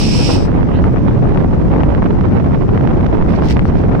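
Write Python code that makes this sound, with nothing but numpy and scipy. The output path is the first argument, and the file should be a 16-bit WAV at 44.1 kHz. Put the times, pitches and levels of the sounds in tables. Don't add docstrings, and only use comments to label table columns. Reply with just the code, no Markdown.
import sys
import numpy as np
from scipy import signal
from scipy.fft import rfft, irfft
from scipy.io import wavfile
from scipy.ndimage import uniform_filter1d, minimum_filter1d

SR = 44100
rng = np.random.default_rng(int(sys.argv[2]) if len(sys.argv) > 2 else 0)


def put_to_file(sound):
    columns = np.atleast_2d(sound).T
    safe = np.clip(columns, -1, 1)
    whole_steps = np.round(safe * 32767)
    wavfile.write(sys.argv[1], SR, whole_steps.astype(np.int16))


N = 176400
T = np.arange(N) / SR
HZ = np.maximum(np.arange(N // 2 + 1) * SR / N, 1)

# f/Hz, level/dB per Hz
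AIR_SPECTRUM = [(800, -79), (2500, -83), (4000, -93), (6000, -93), (8000, -100), (9500, -111),
                (11000, -120), (15500, -131)]
# f/Hz, level/dB per Hz
RUMBLE_SPECTRUM = [(10, -51), (22, -39.5), (33, -38), (55, -33.5), (100, -32), (175, -33.5), (280, -41),
                   (450, -49.5), (900, -67), (2000, -78.5), (5000, -115)]
# t/s, half length/s, f/Hz, level/dB
BODY_BOOMS = [(1.067, 0.028, 112, -15.5), (1.884, .13, 52.16, -14), (3.308, 0.024, 176.4, -15.5),
              (3.525, 0.065, 55, -12)]
# t/s, half length/s, level/dB
SQUEAK_EVENTS = [(1.54, .025, -85), (3.745, 0.035, -70), (3.8, .018, -80)]
# t/s, half length/s, centre f/Hz, rise/Hz per s, level/dB
SCRAPE_EVENTS = [(0.748, .032, 2810, 3960, -42.5), (0.762, 0.022, 3900, 15000, -50),
                 (0.771, 0.019, 1750, 2000, -37), (1.095, 0.032, 3510, 3930, -53)]
# f/Hz, level/dB
SWISH_SPECTRUM = [(900, -78.5), (2000, -58.5), (3500, -67.5), (5200, -66.5), (7000, -74), (9000, -83.5),
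                  (11000, -83.5), (15500, -88)]
# t/s, half length/s, gain/dB, tilt/dB per octave
SWISH_EVENTS = [(0.834, .012, -22.5, 5), (0.928, .008, -30, 6), (3.309, .021, -18.5, -0.5),
                (3.363, 0.017, -15.5, -6), (3.492, 0.038, -7.5, -1), (3.51, 0.0084, -5, -1.5),
                (3.673, 0.015, -16, -0.5), (3.788, .022, -18.5, -4)]
# f/Hz, level/dB
HISS_SPECTRUM = [(900, -84), (1900, -71), (2200, -63.5), (2550, -59), (3700, -66.5), (4500, -63),
                 (5400, -58), (6500, -71.5), (8000, -71.5), (9500, -74), (10300, -85), (12500, -87.5),
                 (15500, -95.5)]
# f/Hz, level/dB
RINGING_TONES = [(2094, -47), (2482, -40), (2617, -43.5), (2771, -41.5), (2938, -48.5), (3983, -51),
                 (4253, -43.5), (4805, -43), (5197, -44.5), (5243, -43.5), (5414, -39.5), (5675, -48),
                 (6066, -51.5), (7331, -46.5), (8048, -50), (9212, -51.5), (9641, -52.5)]
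# t/s, gain/dB
HISS_ENVELOPE = [(0, 2), (.1, 0), (.24, 1.5), (.345, 2), (.39, -10), (.455, -13.5), (.49, -33), (.53, -72)]
# f/Hz, level/dB
DRAUGHT_SPECTRUM = [(60, -58.5), (170, -43.5), (300, -41.5), (500, -48), (900, -54), (1400, -63.5),
                    (2100, -71), (3000, -82), (4500, -94), (7000, -112), (12000, -135)]
# t/s, gain/dB
GUST_ENVELOPE = [(0, -6), (.3, 2.5), (.45, 0.5), (.62, -0.5), (.9, 0), (1.15, 0), (1.38, 0), (1.6, -1),
                 (1.82, 4), (2.05, -1), (2.3, 1), (2.6, -2), (2.82, 2), (3.1, 0.5), (3.42, 1.5),
                 (3.68, -3.5), (4, 3.5)]
# f/Hz, level/dB
POP_SPECTRUM = [(60, -8.5), (300, -4), (900, 5), (1800, -4), (3000, -16), (4500, -32), (7000, -44),
                (14000, -71.5)]
# t/s, relative peak/dB, left minus right/dB, tilt/dB per octave
POP_EVENTS = [(0.516, -16, -2, -1), (0.541, -15, -7, -4), (0.608, -15, -10, -3), (0.629, -11, -8.5, -3),
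              (0.789, -13, -11, -3.5), (0.821, -12, -10, -4), (0.84, -8, 1, -1), (0.96, -15, 12, -2.5),
              (0.969, -13.5, 8, -1), (1.109, -15, 8.5, -2.5), (1.239, -16, 13, -8), (1.256, -16, 9, -8),
              (1.346, -11.5, -2, 0.5), (1.358, -10.5, 12, -4), (1.373, -10.5, 3, 1.5),
              (1.715, -15, -10, -1), (1.737, -14, 10, 1), (1.805, -15, -12, -3), (1.833, -7, 17, -0.5),
              (1.948, -8, -9, -1), (1.998, -19, 10, -6), (2.021, -7.5, -8, -4), (2.026, -6.5, 12, -5),
              (2.041, -15, -12, -2), (2.058, -13.5, 9, 1), (2.209, -11.5, -19, 0.5), (2.383, -7.5, 1, -3.5),
              (2.543, -12, -10, -3.5), (2.69, -13, -11, -3), (2.775, -12, -19, -1.5),
              (2.809, -14.5, -12, -2), (2.873, -10, -4, 0), (2.909, -13, 9, -2.5), (3.008, -13.5, 7, 1),
              (3.064, -15.5, -13.5, 4.5), (3.204, -13, -9, -9.5), (3.223, -10.5, -14, -3),
              (3.262, -14.5, 2, -5), (3.421, -6, 1.5, -4), (3.567, -7, -16, 0.5), (3.592, -4.5, 11, 3.5),
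              (3.653, -5, 11, -4)]
# f/Hz, left gain/dB, right gain/dB
PORT_RESPONSE = [(2000, -1.5, -1), (4500, -1, 3), (5770, -10, 5.5), (6200, -5, 1), (6400, -22, -1),
                 (7150, 2, -9), (8200, 3, -21), (10000, -1, -9.5), (13500, -3, -6), (15500, -12, 6)]


def undb(db):
    return 10 ** (np.asarray(db) / 20)


def noise():
    return rng.standard_normal((2, N)) * np.sqrt(SR / 2)


def colour(x, points):
    hz, db = np.array(points).T
    return irfft(rfft(x) * undb(np.interp(np.log(HZ), np.log(hz), db)), N)


def envelope(points):
    return undb(np.interp(T, *np.array(points).T))


def swell(at, half_s):
    return np.exp(-.5 * np.minimum(abs(T - at) / half_s, 10) ** 2)


def pan(left_minus_right_db):
    gains = undb(np.array([[left_minus_right_db], [-left_minus_right_db]]) / 2)
    return gains / gains.mean()


def wander(per_s):
    motion = irfft(rfft(noise()) * np.exp(-(2 * HZ / per_s) ** 2) * HZ / (HZ + 2), N)
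    return motion / motion.std()


def air():
    return colour(noise(), AIR_SPECTRUM)


def rumble(shared_below_hz=50):
    shared = 0.9 / (1 + (HZ / shared_below_hz) ** 4)
    spectrum = rfft(noise()) * np.sqrt(1 - shared) + rfft(noise()[0]) * np.sqrt(shared)
    return colour(irfft(spectrum, N), RUMBLE_SPECTRUM)


def body_booms():
    drift_s = 0.0853 * np.cumsum(wander(per_s=9.87)[0]) / SR
    return sum(undb(db) * swell(at, half_s) * np.sin(2 * np.pi * hz * (T + drift_s))
               for at, half_s, hz, db in BODY_BOOMS)


def squeak(hz=11217, width_hz=14):
    tone = irfft(rfft(noise()) * np.exp(-((HZ - hz) / width_hz) ** 2), N)
    return tone / tone.std() * sum(undb(db) * swell(at, half_s) for at, half_s, db in SQUEAK_EVENTS)


def scrapes(width_hz=430):
    friction = np.sqrt(2) * wander(2 * width_hz)
    out = np.zeros((2, N))
    for at, half_s, hz, rise, db in SCRAPE_EVENTS:
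        phase = 2 * np.pi * (hz * (T - at) + rise * (T - at) ** 2 / 2)
        out += friction * np.sin(phase) * undb(db) * swell(at, half_s)
    return out


def swishes(flicker_db=3.4):
    scratch = rfft(colour(noise(), SWISH_SPECTRUM) * undb(flicker_db * wander(per_s=350)[0]))
    octaves = np.log2(np.maximum(HZ, 1000) / 4000)
    return sum(irfft(scratch * undb(tilt_db * octaves), N) * undb(db) * swell(at, half_s)
               for at, half_s, db, tilt_db in SWISH_EVENTS)


def cabin(x, ring_s=.035, wet=0.9, windscreen_s=.0031, windscreen_db=-16.5):
    tail = noise() * np.exp(-T / ring_s)
    tail /= np.sqrt(np.sum(tail ** 2, axis=1, keepdims=True))
    ringing = irfft(rfft(x) * (np.sqrt(1 - wet) + np.sqrt(wet) * rfft(tail)), N)
    echo_gain = undb(windscreen_db)
    echo = echo_gain * np.roll(ringing, int(windscreen_s * SR), axis=1)
    return (ringing + echo) / (1 + echo_gain / 2)


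def hiss(tone_width_hz=21):
    broadband = colour(cabin(noise()[0]), HISS_SPECTRUM)
    peaks = sum(undb(db) * np.maximum(1 - abs(HZ - hz) / tone_width_hz, 0) for hz, db in RINGING_TONES)
    tones = irfft(rfft(noise()) * peaks, N) / np.sqrt(tone_width_hz)
    return (broadband + tones) * envelope(HISS_ENVELOPE)


def draught(flurry_limit_db=13):
    flutter, eddies = 5 * wander(per_s=49), 4.5 * wander(per_s=287)
    flurry_db = flurry_limit_db * np.tanh((flutter + eddies) / flurry_limit_db)
    spectrum = rfft(colour(noise(), DRAUGHT_SPECTRUM))
    out = np.zeros((2, N))
    for hz in 125 * 2. ** np.arange(-1, 6):
        octave_band = irfft(spectrum * np.maximum(1 - abs(np.log2(HZ / hz)), 0), N)
        depth = (min(hz, 2600) / 1000) ** 0.2
        gain = undb(depth * flurry_db)
        out += octave_band * gain / np.sqrt(np.mean(gain ** 2))
    return out * envelope(GUST_ENVELOPE) * pan(left_minus_right_db=-3.5)


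def pops(decay_s=0.00316, roughness=0.54, lift_db=2):
    size = 4096
    age, hz = T[:size], np.maximum(np.arange(size // 2 + 1) * SR / size, 1)
    points_hz, points_db = np.array(POP_SPECTRUM).T
    colour_db = np.interp(np.log(hz), np.log(points_hz), points_db)
    out = np.zeros((2, N))
    for at, db, side_db, tilt_db in POP_EVENTS:
        pressure = rng.standard_normal((2, size)) * age * np.exp(-2 * age / decay_s)
        pressure *= roughness / np.linalg.norm(pressure, axis=1, keepdims=True)
        pressure[:, int(decay_s * SR / 2)] += 1
        spectrum = rfft(np.roll(pressure, size // 2, axis=1))
        skew = np.exp(2j * np.pi * rng.random((2, 1)))
        response = undb(colour_db + tilt_db * np.log2(hz / 1000))
        pop = irfft(spectrum * skew * response, size) * np.hanning(size)
        pop /= abs(pop).max(axis=1, keepdims=True)
        start = int(at * SR) - size // 2
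        out[:, start:start + size] += pop * undb(db + lift_db) * pan(side_db)
    return out


def scene():
    return rumble() + body_booms() + draught() + pops() + hiss() + swishes() + scrapes() + squeak() + air()


def record(dry):
    ceiling, top_hz = .9, 15750
    ports = np.array(PORT_RESPONSE)
    picked_up = np.array([colour(dry[0], ports[:, [0, 1]]), colour(dry[1], ports[:, [0, 2]])])
    allowed_gain = np.minimum(1, ceiling / (abs(picked_up) + 1e-9))
    held_gain = minimum_filter1d(allowed_gain, size=600)
    smooth_gain = uniform_filter1d(uniform_filter1d(held_gain, size=300), size=300)
    lowpass = signal.ellip(10, .2, 80, top_hz, fs=SR, output="sos")
    return signal.sosfilt(lowpass, picked_up * smooth_gain)


dry = scene()
out = record(dry)
put_to_file(out)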